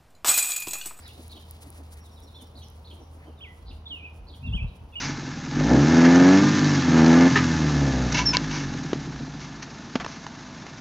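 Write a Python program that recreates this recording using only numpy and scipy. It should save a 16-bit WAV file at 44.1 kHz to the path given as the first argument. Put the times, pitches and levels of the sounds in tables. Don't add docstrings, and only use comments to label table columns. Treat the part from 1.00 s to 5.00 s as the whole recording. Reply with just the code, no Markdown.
import sys
import numpy as np
from scipy import signal
from scipy.fft import rfft, irfft
from scipy.io import wavfile
from scipy.ndimage import uniform_filter1d

SR = 44100
rng = np.random.default_rng(int(sys.argv[2]) if len(sys.argv) > 2 else 0)


def transcribe(u):
    v = np.clip(np.atleast_2d(u).T, -1, 1)
    q = np.round(v * 32767).astype(np.int16)
    wavfile.write(sys.argv[1], SR, q)


N = 176400
T, BIN_HZ = np.arange(N) / SR, np.arange(N // 2 + 1) * SR / N
PEACOCK_LAG_MS = .19


def from_db(db):
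    return 10 ** (np.asarray(db) / 20)


def unit_rms(x):
    return x / np.sqrt(np.mean(x ** 2) + 1e-20)


def per_bin(points):
    hz, value = np.transpose(points)
    return np.interp(np.log(BIN_HZ + 1), np.log(hz), value)


def drift(per_s):
    size = max(2, int(SR / per_s / 2))
    smoothed = uniform_filter1d(rng.standard_normal(N), size, mode="wrap")
    return unit_rms(uniform_filter1d(smoothed, size, mode="wrap"))


def coloured(pair, colour, likeness, lag_ms=0):
    mid, side = rfft(pair) * from_db(per_bin(colour))
    mid, side = mid * np.sqrt(1 + likeness), side * np.sqrt(1 - likeness)
    treble_rolloff = 1 / (1 + (BIN_HZ / colour[-1][0] / 2) ** 6)
    bass_rolloff = BIN_HZ ** 2 / (BIN_HZ ** 2 + (colour[0][0] / 2) ** 2)
    lag = np.exp(-2j * np.pi * BIN_HZ * lag_ms / 1000)
    channels = np.array([mid + side, (mid - side) * lag])
    return unit_rms(irfft(channels * treble_rolloff * bass_rolloff, N))


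def swells(rows):
    return np.sqrt(sum(from_db(db) ** 2 / (1 + ((T - s) / half) ** 2 / 2) ** 3 for s, db, half in rows))


def evened(x, span_s):
    return x / np.sqrt(uniform_filter1d(np.mean(x ** 2, axis=0), int(span_s * SR)) + 1e-6)


def friction(colour, contacts_per_s=6000, spread_db=2.5):
    sizes = from_db(spread_db * np.minimum(rng.exponential(1, (2, N)), 5))
    signs = rng.choice([-1, 1], (2, N))
    touching = rng.random((2, N)) < contacts_per_s / SR
    return coloured(sizes * signs * touching, colour, likeness=.8, lag_ms=PEACOCK_LAG_MS)


# frequency_hz, likeness
CHANNEL_LIKENESS = [(60, 0.99), (130, 0.99), (270, 0.96), (450, 0.59), (1200, 0.34), (3300, 0.35)]
def noise(colour):
    return coloured(rng.standard_normal((2, N)), colour, per_bin(CHANNEL_LIKENESS))


# time_s, level_db
TRAIN_RUSTLE = [(0, -57), (.5, -59.5), (.88, -63.5), (1.3, -65), (2, -66.5), (2.8, -73), (4, -70)]
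# peak_s, level_db, half_length_s
TRAIN_SWISHES = [(.01, -60.5, 0.016), (.23, -56, 0.016), (.628, -49.5, 0.0096), (.675, -57, 0.014),
                 (.77, -56.5, 0.024), (.93, -49.5, 0.01), (.985, -59, 0.015), (1.065, -57, .008),
                 (1.14, -66, .025), (1.235, -62, 0.015), (1.422, -53.5, 0.0092), (1.595, -60.5, 0.02),
                 (1.765, -66, 0.015), (1.95, -60.5, 0.015), (2.148, -66, 0.028), (2.562, -67, 0.043),
                 (2.755, -68, 0.028), (2.96, -69.5, 0.03), (3.165, -64.5, 0.018), (3.37, -61.5, 0.016),
                 (3.56, -64.5, 0.015), (3.765, -63.5, 0.01)]
# frequency_hz, gain_db
RUSTLE_SPECTRUM = [(1000, -9), (2200, 4.5), (4500, 5.5), (6200, -1), (11000, 0.5), (15500, -5.5)]
SWISH_SPECTRUM = [(1000, -3.5), (3000, -3.5), (6200, -1.5), (10000, 2.5), (15500, -8.5)]
def train_feathers(flicker_db=2):
    rustle_db = np.interp(T, *np.transpose(TRAIN_RUSTLE)) + flicker_db * drift(per_s=41)
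    rustle = from_db(rustle_db) * friction(RUSTLE_SPECTRUM)
    return rustle + swells(TRAIN_SWISHES) * friction(SWISH_SPECTRUM)


# frequency_hz, gain_db
RUMBLE_SPECTRUM = [(20, -16), (52, -1), (110, -3), (170, -10), (300, -16), (480, -17), (950, -17),
                   (1800, -33)]
AIR_SPECTRUM = [(1500, -23), (3000, 10), (6000, 18), (16000, -75)]
def distant_rumble():
    return from_db(-51) * noise(RUMBLE_SPECTRUM) + from_db(-79.5) * noise(AIR_SPECTRUM)


# pitch_hz, level_db, wander_fraction
HUM_TONES = [(78.7, -47, 0.014), (228, -68.5, 0.02008), (462.3, -69.5, 0.0045)]
def machine_hum(wobble_db=1.5):
    out = np.zeros(N)
    for hz, db, wander in HUM_TONES:
        gain = from_db(db + wobble_db * drift(per_s=7))
        pitch_hz = hz * (1 + wander * drift(per_s=10.33))
        out += gain * np.sqrt(2) * np.sin(2 * np.pi * np.cumsum(pitch_hz) / SR)
    return out


NOTE_SHAPES = { "chirrup": [(0, 3784, -1), (.012, 4440, 1.5), (.022, 4480, 2), (.033, 3610, 5.5),
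               (.048, 4400, -9.5), (.064, 3130, 1), (.073, 3500, 4.5), (.081, 2930, 3), (.089, 3140, -6)],
               "cheep": [(0, 4085, -10), (.02, 4185, 2), (.052, 3710, 6), (.056, 2640, 0.5),
               (.067, 3025, 2), (.082, 2620, -2)], "pip": [(0, 5600, -9), (.015, 5560, -4),
               (.034, 5510, -7), (.06, 5470, -16)], "high cheep": [(0, 4600, -3.5), (.03, 4750, 5.5),
               (.055, 4750, -8)], "slur": [(0, 4206, -7.5), (.018, 3864, 3.5), (.043, 3350, -6.5)],
               "arch": [(0, 3310, -11), (.018, 3682, -1.5), (.045, 3400, -11.5), (.072, 3054, -10.5)],
               "whistle": [(0, 2350, -14), (.008, 3060, -1), (.022, 3460, -3), (.034, 3034, 2),
               (.044, 2450, -2.5), (.065, 2116, -10), (.095, 2026, -10.5), (.135, 2020, -19.5)],
               "long whistle": [(0, 3844, -11), (.014, 3370, 3.5), (.034, 4190, -13.5), (.045, 3550, -6),
               (.056, 3135, 4), (.078, 2880, 6.5), (.11, 2683, -6), (.16, 2350, -12), (.195, 2607, 0),
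               (.215, 2463, -2.5), (.235, 2410, -12)], "peaked whistle": [(0, 2573, -20), (.02, 2860, 1),
               (.038, 3420, -7), (.053, 2504, -7.5), (.078, 2275, -8.5), (.085, 2646, -8.5),
               (.128, 2587, -12.5)], "flat whistle": [(0, 2910, 2), (.012, 2946, 8), (.055, 2850, -3)],
               "rising whistle": [(0, 2420, -30), (.022, 2690, -8.5), (.045, 2750, -2), (.07, 2706, -9)]}
def bird_notes(calls, lead_ms, edge_s=.00062, pan_db=1.23):
    out = np.zeros((2, N + SR))
    warble, rasp = .017 * drift(per_s=155), .04 * drift(per_s=530)
    rasp_gain = unit_rms(from_db(4 * drift(per_s=600)))
    for start_s, note, db, pitch_ratio in calls:
        raspy = note in ("chirrup", "cheep", "high cheep")
        age_s, hz, gain_db = np.transpose(NOTE_SHAPES[note])
        age = T[:int(age_s[-1] * SR)]
        span = int(start_s * SR) + np.arange(len(age))
        glide_hz = pitch_ratio * uniform_filter1d(np.interp(age, age_s, hz), size=220)
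        pitch_hz = glide_hz * (1 + (rasp if raspy else warble)[span % N])
        fade = np.clip(np.minimum(age, age[-1] - age) / edge_s, 0, 1)
        gain = from_db(db + np.interp(age, age_s, gain_db)) * fade
        if raspy:
            gain *= rasp_gain[span % N]
        cycles = np.cumsum(pitch_hz) / SR - np.outer([0, lead_ms / 1000], pitch_hz)
        out[:, span] += np.sqrt(2) * gain * np.sin(2 * np.pi * cycles)
    return out[:, :N] * from_db([[-pan_db], [pan_db]])


# delay_s, gain_db
WALL_ECHOES = [(.0115, -12), (.038, -14)]
def yard(direct, wet_db, t60_s):
    age = T[:SR]
    build_up = 1 - np.exp(-age / .01)
    tail = rng.standard_normal((2, SR)) * from_db(-60 * age / t60_s) * build_up
    diffuse = signal.fftconvolve(direct, unit_rms(tail) / np.sqrt(SR), axes=1)[:, :N]
    walls = sum(from_db(db) * np.array([np.interp(T - s, T, channel, left=0) for channel in direct])
                for s, db in WALL_ECHOES)
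    return direct + walls + from_db(wet_db) * diffuse


# start_s, note, level_db, pitch_ratio
BIRD_CALLS = [(0.034, "cheep", -57, 0.98), (.02, "high cheep", -61.5, 1.06), (.297, "chirrup", -56.5, 0.99),
              (1.043, "slur", -63.5, 0.98), (1.158, "slur", -61.5, 0.97), (1.266, "slur", -61, 1.01),
              (1.345, "arch", -48.5, 0.99), (1.335, "arch", -54.5, 1.12), (2.256, "arch", -62, 0.87),
              (2.373, "slur", -63, 0.95), (1.554, "chirrup", -57.5, 0.99), (1.62, "slur", -60.5, 1.5),
              (1.845, "chirrup", -57.5, 0.97), (2.003, "slur", -67.5, 1.5), (2.405, "whistle", -44, 0.98),
              (2.656, "cheep", -59, 1.004), (2.662, "high cheep", -62.5, 1),
              (2.856, "long whistle", -41.5, 1), (3.27, "chirrup", -59, 1.02),
              (3.418, "rising whistle", -40, 0.99), (3.462, "slur", -54, 0.9),
              (3.52, "peaked whistle", -33.5, 1.008), (3.665, "high cheep", -67, 0.82),
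              (3.922, "arch", -58, 0.97), (3.923, "slur", -54.5, 0.68),
              (3.955, "flat whistle", -40.5, 0.98)]
# start_s, level_db
HIGH_PIPS = [(1.002, -60), (1.112, -61), (1.222, -58), (1.337, -63), (1.451, -64)]
def small_birds():
    chirps = bird_notes([call for call in BIRD_CALLS if "whistle" not in call[1]], lead_ms=.052)
    pips = bird_notes([(s, "pip", db, 1) for s, db in HIGH_PIPS], lead_ms=0)
    whistles = bird_notes([call for call in BIRD_CALLS if "whistle" in call[1]], lead_ms=.12)
    return yard(chirps, wet_db=-2.5, t60_s=.49) + yard(pips + whistles, wet_db=-11.5, t60_s=.69)


# peak_s, level_db
FOOT_SCUFFS = [(0.057, -55), (.67, -62.5), (.78, -61), (.99, -60.5), (2.234, -59.5)]
# frequency_hz, gain_db
SCUFF_SPECTRUM = [(500, -16), (1000, -1.5), (1900, 6), (3000, -3), (6000, -96)]
def feet(half_length_s=.029):
    return swells([(s, db, half_length_s) for s, db in FOOT_SCUFFS]) * friction(SCUFF_SPECTRUM)


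# start_s, energy_db
QUILL_TICKS = [(.0805, -16), (.2805, -18), (.5103, -11), (.7035, -16), (1.204, -29), (1.685, -25),
               (1.702, -27)]
# frequency_hz, gain_db
TICK_SPECTRUM = [(2000, -20), (5000, -13), (7500, -7), (11000, 0), (15500, -9)]
def quills(decay_s=.00025):
    snaps, age = np.zeros(N), T[:SR // 100]
    for start_s, db in QUILL_TICKS:
        start = int(start_s * SR)
        snap = rng.standard_normal(len(age)) * np.exp(-age / decay_s)
        snaps[start:start + len(age)] += from_db(db) * snap / np.linalg.norm(snap)
    ticks = irfft(rfft(snaps) * from_db(per_bin(TICK_SPECTRUM)), N)
    return np.array([ticks, np.roll(ticks, int(PEACOCK_LAG_MS * SR / 1000))])


# peak_s, level_db
WING_FLUTTERS = [(0.191, -48), (0.368, -49.5), (0.671, -51), (.81, -49), (1.25, -53), (1.432, -51.5),
                 (1.571, -52), (1.93, -50), (2.02, -49), (2.16, -52.5), (2.288, -46.5), (2.712, -52),
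                 (2.927, -51.5), (3.052, -53.5), (3.321, -54)]
# frequency_hz, gain_db
WING_SPECTRUM = [(120, -48), (200, -.5), (280, 5.5), (430, -6), (650, -6), (1400, -25), (3000, -54)]
def wings(half_length_s=.019):
    envelope = swells([(s, db, half_length_s) for s, db in WING_FLUTTERS])
    return envelope * evened(noise(WING_SPECTRUM), span_s=.072)


# peak_s, level_db, half_length_s
WIND_BUFFETS = [(2.7, -39.5, 0.064), (3.22, -41.5, 0.036), (3.495, -27, 0.016), (3.548, -20.5, 0.01),
                (3.638, -23, 0.018), (3.58, -33.5, 0.065), (3.84, -44, 0.036)]
WIND_EDDIES = [(3.495, -30, 0.04), (3.55, -23.5, 0.0069), (3.63, -42, 0.085)]
# frequency_hz, gain_db
BUFFET_SPECTRUM = [(24, -15), (42, 4), (60, 6.5), (90, -8), (140, -21), (250, -43), (600, -48.5)]
EDDY_SPECTRUM = [(50, -4.5), (110, 7.5), (160, -3), (250, -11.5), (400, -46), (900, -45)]
def wind_on_microphone():
    buffets = swells(WIND_BUFFETS) * evened(noise(BUFFET_SPECTRUM), span_s=.031)
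    eddies = swells(WIND_EDDIES) * evened(noise(EDDY_SPECTRUM), span_s=.027)
    return buffets + eddies


def scene():
    return (train_feathers() + distant_rumble() + machine_hum() + small_birds()
            + feet() + quills() + wings() + wind_on_microphone())


def record(dry, low_cut_hz=38, high_cut_hz=15900):
    low_cut = signal.butter(4, low_cut_hz, "high", fs=SR, output="sos")
    high_cut = signal.ellip(10, .1, 80, high_cut_hz, fs=SR, output="sos")
    return signal.sosfilt(high_cut, signal.sosfilt(low_cut, dry))


dry = scene()
out = record(dry)
transcribe(out)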